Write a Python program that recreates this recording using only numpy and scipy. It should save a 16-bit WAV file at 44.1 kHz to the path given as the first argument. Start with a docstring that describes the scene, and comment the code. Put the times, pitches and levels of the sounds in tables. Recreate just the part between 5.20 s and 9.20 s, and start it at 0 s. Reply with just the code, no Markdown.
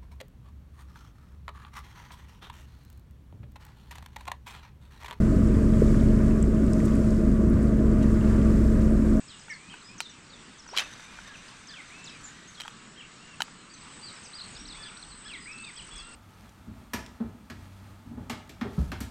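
"""On the deck of a slow boat in a choppy sea, one microphone in the open air.
A diesel throbs below: its uneven firings shake the hull and ring the engine metal, and the
machinery holds one steady drone. Wind and water hiss all around, and the bubbles of the foam
fizz in swells. A few drops of spray tick close by, the hull takes two soft knocks, and a
faint thin whine comes in near the end."""
import sys
import numpy as np
from scipy import signal
from scipy.fft import rfft, irfft
from scipy.io import wavfile
from scipy.ndimage import uniform_filter1d

SR = 44100
rng = np.random.default_rng(int(sys.argv[2]) if len(sys.argv) > 2 else 0)


def master(y):
    """Save y as 16-bit WAV."""
    cut = np.clip(np.atleast_2d(y).T, -1, 1)
    pcm = np.round(cut * 32767)  # scale
    wavfile.write(sys.argv[1], SR, pcm.astype(np.int16))


N = 176400
CYCLE_HZ, CYLINDERS = 4.953, 12  # every cylinder fires once per engine cycle


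def engine(t, speed_wander=.00041):
    """The diesel below deck: its firings drive the hull, the engine metal and the exhaust."""
    cycles = np.cumsum(CYCLE_HZ * (1 + speed_wander * walk(2))) / SR
    firings = cycles * CYLINDERS
    bursts = np.exp(-(firings % 1) / 3.3)  # renewed at each firing; decay time 3.3 firing periods
    return hull_rumble(firings, bursts) + metal_ring(bursts) + exhaust(t, cycles, firings)


def hull_rumble(firings, bursts, level_db=-24.5, scatter=.2, roar_share=.92):
    """Uneven firings, each a kick and a burst of roar, shake the hull and deck underfoot."""
    # Response of hull and deck. Each row: frequency in Hz, relative level in dB.
    hull = [(12, -39), (30, -13), (54, 3.5), (72, -27.5), (95, 0), (120, -10.5), (165, -1.5), (200, -3),
            (310, -4.5), (390, -11), (490, -15), (590, -19), (680, -21), (760, -34), (1000, -64)]
    # Panel resonances. 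Each row: centre in Hz, width in Hz, lift in dB.
    panels = [(185, 26, 1.5), (266.7, 17, 5.5), (272, 14, 2), (338.4, 22.4, 6.5), (384.5, 21.6, 4.5),
              (446, 12, 2), (554, 32, 4), (625.4, 20.6, 13)]
    onsets = np.flatnonzero(np.diff(np.floor(firings)))
    cylinder = np.arange(len(onsets)) % CYLINDERS
    polarity = rng.choice([-1, 1], CYLINDERS)
    lag = (rng.random(CYLINDERS) * SR / CYCLE_HZ / CYLINDERS).astype(int)  # samples, per cylinder
    kicks = np.zeros(N)
    kicks[(onsets + lag[cylinder]) % N] = polarity[cylinder] + scatter * rng.standard_normal(len(onsets))
    shake = np.sqrt(1 - roar_share) * unit(kicks) + np.sqrt(roar_share) * unit(bursts * noise())
    return undb(level_db) * colour(shake, hull, panels)


def exhaust(t, cycles, firings, bank_db=-28.5, waver_db=2.3):
    """Exhaust pulses throb at the firing rate, one cylinder bank at half of it, among other tones."""
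    # Main firing tone. Each row: time in seconds, level in dB.
    throb_levels = [(0, -27), (.45, -25.5), (1.0, -26), (1.7, -28.5), (2.35, -25), (3.0, -26.5),
                    (3.45, -22), (4, -29)]
    # Other exhaust tones. Each row: multiple of the engine cycle, base level in dB.
    orders = [(7, -40), (11, -49), (13, -40.5), (14, -41), (17, -39.5), (18, -38.5), (21, -33.5),
              (23, -40.5), (27, -36), (30, -35.5), (39, -36.5)]
    # Their swell as the load changes. Each row: time in seconds, gain in dB.
    load = [(0, 1), (.4, 3), (1.0, 2), (1.4, -4), (2.2, 0), (2.8, .8), (3.4, -0.5), (4, -3)]
    throb = undb(follow(t, throb_levels)) * np.sqrt(2) * np.sin(2 * np.pi * firings)
    bank_gain = undb(bank_db + waver_db * walk(3.13))
    bank = bank_gain * np.sqrt(2) * np.sin(np.pi * firings + 2 * np.pi * rng.random())
    return throb + bank + undb(follow(t, load)) * tones(cycles, orders, waver_db)


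def metal_ring(bursts):
    """Engine metal rings faintly under the roar of the firings."""
    # Metal resonances. Each row: centre in Hz, half the filter width in Hz, level in dB.
    modes = [(1041, 19, -57.5), (1142, 7.6, -55), (1254, 11, -57), (1435, 53, -58.5)]
    return sum(undb(db) * band(bursts * noise(), hz, 2 * half_width) for hz, half_width, db in modes)


def drone(t, hz=217.75):
    """Rotating machinery holds one steady hum."""
    # Tones of the hum. Each row: harmonic number, level in dB.
    harmonics = [(1, -24), (2, -46)]
    return tones(hz * t, harmonics, waver_db=0)


def knocks(t):
    """Soft knocks on the hull, each only a few cycles long."""
    # Each row: time of the peak in seconds, peak in dB, pitch in Hz, half length in seconds.
    hits = [(0.6224, -10, 434, 0.0027), (2.35, -12.5, 71, 0.0098)]
    return sum(undb(db) * np.exp(-((t - when) / half) ** 2) * np.cos(2 * np.pi * hz * (t - when))
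               for when, db, hz, half in hits)


def spray(t, rise_s=.00078, grit=.94):
    """Drops land near the microphone, each a gritty tick; small splashes hiss for a moment."""
    # Each row: start in seconds, level in dB, pitch in Hz, decay time in seconds.
    drops = [(1.2268, -28.5, 8000, 0.00046), (1.5328, -30.5, 7700, .0008), (1.5330, -36, 5240, 0.002),
             (1.6385, -59, 7100, .001), (1.7535, -40, 10000, 0.00066), (1.9060, -41, 7100, 0.0017),
             (2.299, -45.5, 9900, .002), (2.4290, -44, 8700, .001), (3.2495, -45, 5600, .001),
             (.744, -34.5, 1780, 0.0026), (1.109, -39, 2600, 0.0032), (1.481, -40, 3000, .002),
             (1.602, -34, 1820, .003), (1.721, -47, 2770, .003), (3.012, -47, 2830, .004)]
    # Each row: time of the peak in seconds, level in dB, centre in Hz, half length in seconds.
    splashes = [(1.657, -47, 7400, 0.0067), (2.829, -52, 2790, 0.019), (2.830, -51, 6550, 0.0068)]
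    out = np.zeros(N)
    for start, db, hz, decay in drops:
        age = np.maximum(t - start, 0)
        envelope = np.minimum(age / rise_s, 1) * np.exp(-np.maximum(age - rise_s, 0) / decay)
        tick = np.sin(2 * np.pi * hz * age) + grit * band(noise(), hz, width=.3 * hz)
        out += undb(db) * envelope * tick / np.sqrt(2)
    for when, db, hz, half in splashes:
        out += undb(db) * np.exp(-((t - when) / half) ** 2) * band(noise(), hz, width=.7 * hz)
    return out


def wash(t, flicker_db=1):
    """Wind and water rush all around the boat, gently rising and falling."""
    # Colour of the rush. Each row: frequency in Hz, relative level in dB.
    spectrum = [(400, -8.5), (760, -12), (850, -5), (1020, 0), (1200, 2), (1350, -3), (1550, -2.5),
                (2000, -7.5), (2500, -14.5), (3200, -22.5), (4500, -33), (8000, -50), (15000, -58)]
    # Its rise and fall. Each row: time in seconds, level in dB.
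    levels = [(0, -45), (.45, -46), (.75, -44.5), (1.1, -45), (1.4, -46), (1.65, -45), (2.05, -46.3),
              (2.6, -46.5), (3.05, -43.5), (3.5, -44.5), (4, -44.5)]
    return colour(noise(), spectrum) * undb(follow(t, levels) + flicker_db * walk(9.6))


def foam(t, fizz_share=.23, flicker_db=.5, plop_db=-62.5):
    """Foam swells with the waves: tiny bubbles fizz in a hiss while larger ones plop."""
    # Colour of the foam. Each row: frequency in Hz, relative level in dB.
    spectrum = [(1500, -2), (3000, -1.5), (4000, -3.5), (5300, -0.5), (6100, -1), (7700, 3), (9000, -2),
                (10500, -8), (13000, -14), (15500, -20)]
    # Swells of the foam. Each row: time in seconds, level in dB.
    swells = [(0, -53.5), (.5, -54), (.62, -50.5), (1.0, -53.5), (1.4, -55), (1.65, -52.5), (1.92, -52.5),
              (2.05, -56), (2.55, -57), (2.85, -55), (3.1, -52.5), (3.5, -53.5), (4, -54.5)]
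    swell_db = follow(t, swells)
    hiss = colour(noise(), spectrum)
    froth_gain = undb(swell_db + flicker_db * walk(22))
    plops = bubbles(700, low_hz=1280, high_hz=3910, decay_cycles=6, spread_db=2.5)
    fizz = bubbles(4500, low_hz=3800, high_hz=15100, decay_cycles=2.6, spread_db=3.3)
    froth = np.sqrt(fizz_share) * colour(fizz, spectrum) + np.sqrt(1 - fizz_share) * hiss
    return froth * froth_gain + plops * undb(plop_db + swell_db - swell_db.mean())


def bubbles(count, low_hz, high_hz, decay_cycles, spread_db, glide=.015):
    """Many small bubbles, each a short ring that glides upward; rms 1."""
    age = np.arange(1024) / SR
    out = np.zeros(N + len(age))
    for when, pitch, faintness in rng.random((count, 3)):
        turns = age * low_hz * (high_hz / low_hz) ** pitch
        fade = turns / decay_cycles
        ring = np.exp(-fade) * np.minimum(turns, 1) * np.sin(2 * np.pi * turns * (1 + glide * fade))
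        start = int(when * N)
        out[start:start + len(age)] += ring * undb(-spread_db * np.log(faintness + .01))
    return unit(out[:N])


def whine(t, hz=12408, start_s=3.26, onset_db=-71, fade_db_per_s=8):
    """A faint, thin high tone sets in late, wavers and fades."""
    age = t - start_s
    gain = undb(onset_db + 2 * walk(10) - fade_db_per_s * age)
    return gain * np.clip(age / .02, 0, 1) * np.sin(2 * np.pi * hz * t)


def undb(db):
    """Decibels to gain."""
    return 10 ** (np.asarray(db) / 20)


def unit(x):
    """Scale to rms 1."""
    return x / np.sqrt(np.mean(x ** 2))


def noise():
    """White noise."""
    return rng.standard_normal(N)


def follow(t, points):
    """Straight lines through (time, value) points."""
    return np.interp(t, *np.array(points).T)


def walk(rate):
    """Random levels held 1 / rate seconds and smoothed twice; rms 1."""
    hold = int(SR / rate)
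    steps = np.repeat(rng.standard_normal(N // hold + 1), hold)
    return unit(uniform_filter1d(uniform_filter1d(steps, hold), hold)[:N])


def colour(x, points, peaks=()):
    """Filter by a (Hz, dB) curve with resonant lifts on top; rms 1."""
    f = np.arange(N // 2 + 1) * SR / N + 1e-6
    hz, db = np.array(points, float).T
    curve = np.interp(np.log(f), np.log(hz), db)
    for centre, width, lift in peaks:
        curve += lift / (1 + (2 * (f - centre) / width) ** 2)
    return unit(irfft(rfft(x) * undb(curve), N))


def band(x, hz, width):
    """A resonance applied twice; rms 1."""
    b, a = signal.iirpeak(hz, hz / width, fs=SR)
    return unit(signal.lfilter(b, a, signal.lfilter(b, a, x)))


def tones(turns, table, waver_db):
    """Multiples of a rotation, each wavering in level by about waver_db."""
    out = np.zeros(N)
    for multiple, db in table:
        gain = np.sqrt(2) * undb(db + waver_db * walk(2.943))
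        out += gain * np.sin(2 * np.pi * (multiple * turns + rng.random()))
    return out


def scene(edge_s=.004):
    """Everything as heard from one spot on deck, eased in and out."""
    t = np.arange(N) / SR
    to_edge = np.minimum(t, t[-1] - t)
    ease = np.sin(np.pi / 2 * np.minimum(to_edge / edge_s, 1)) ** 2
    mix = engine(t) + drone(t) + spray(t) + knocks(t) + whine(t) + wash(t) + foam(t)
    return (ease * mix)[None]


def record(dry, notch_hz=1091, top_hz=15700):
    """The microphone and recorder have one narrow notch and cut the top steeply."""
    notched = signal.lfilter(*signal.iirnotch(notch_hz, Q=19, fs=SR), dry)
    return signal.sosfilt(signal.ellip(10, .2, 80, top_hz, fs=SR, output="sos"), notched)


dry = scene()
out = record(dry)
master(out)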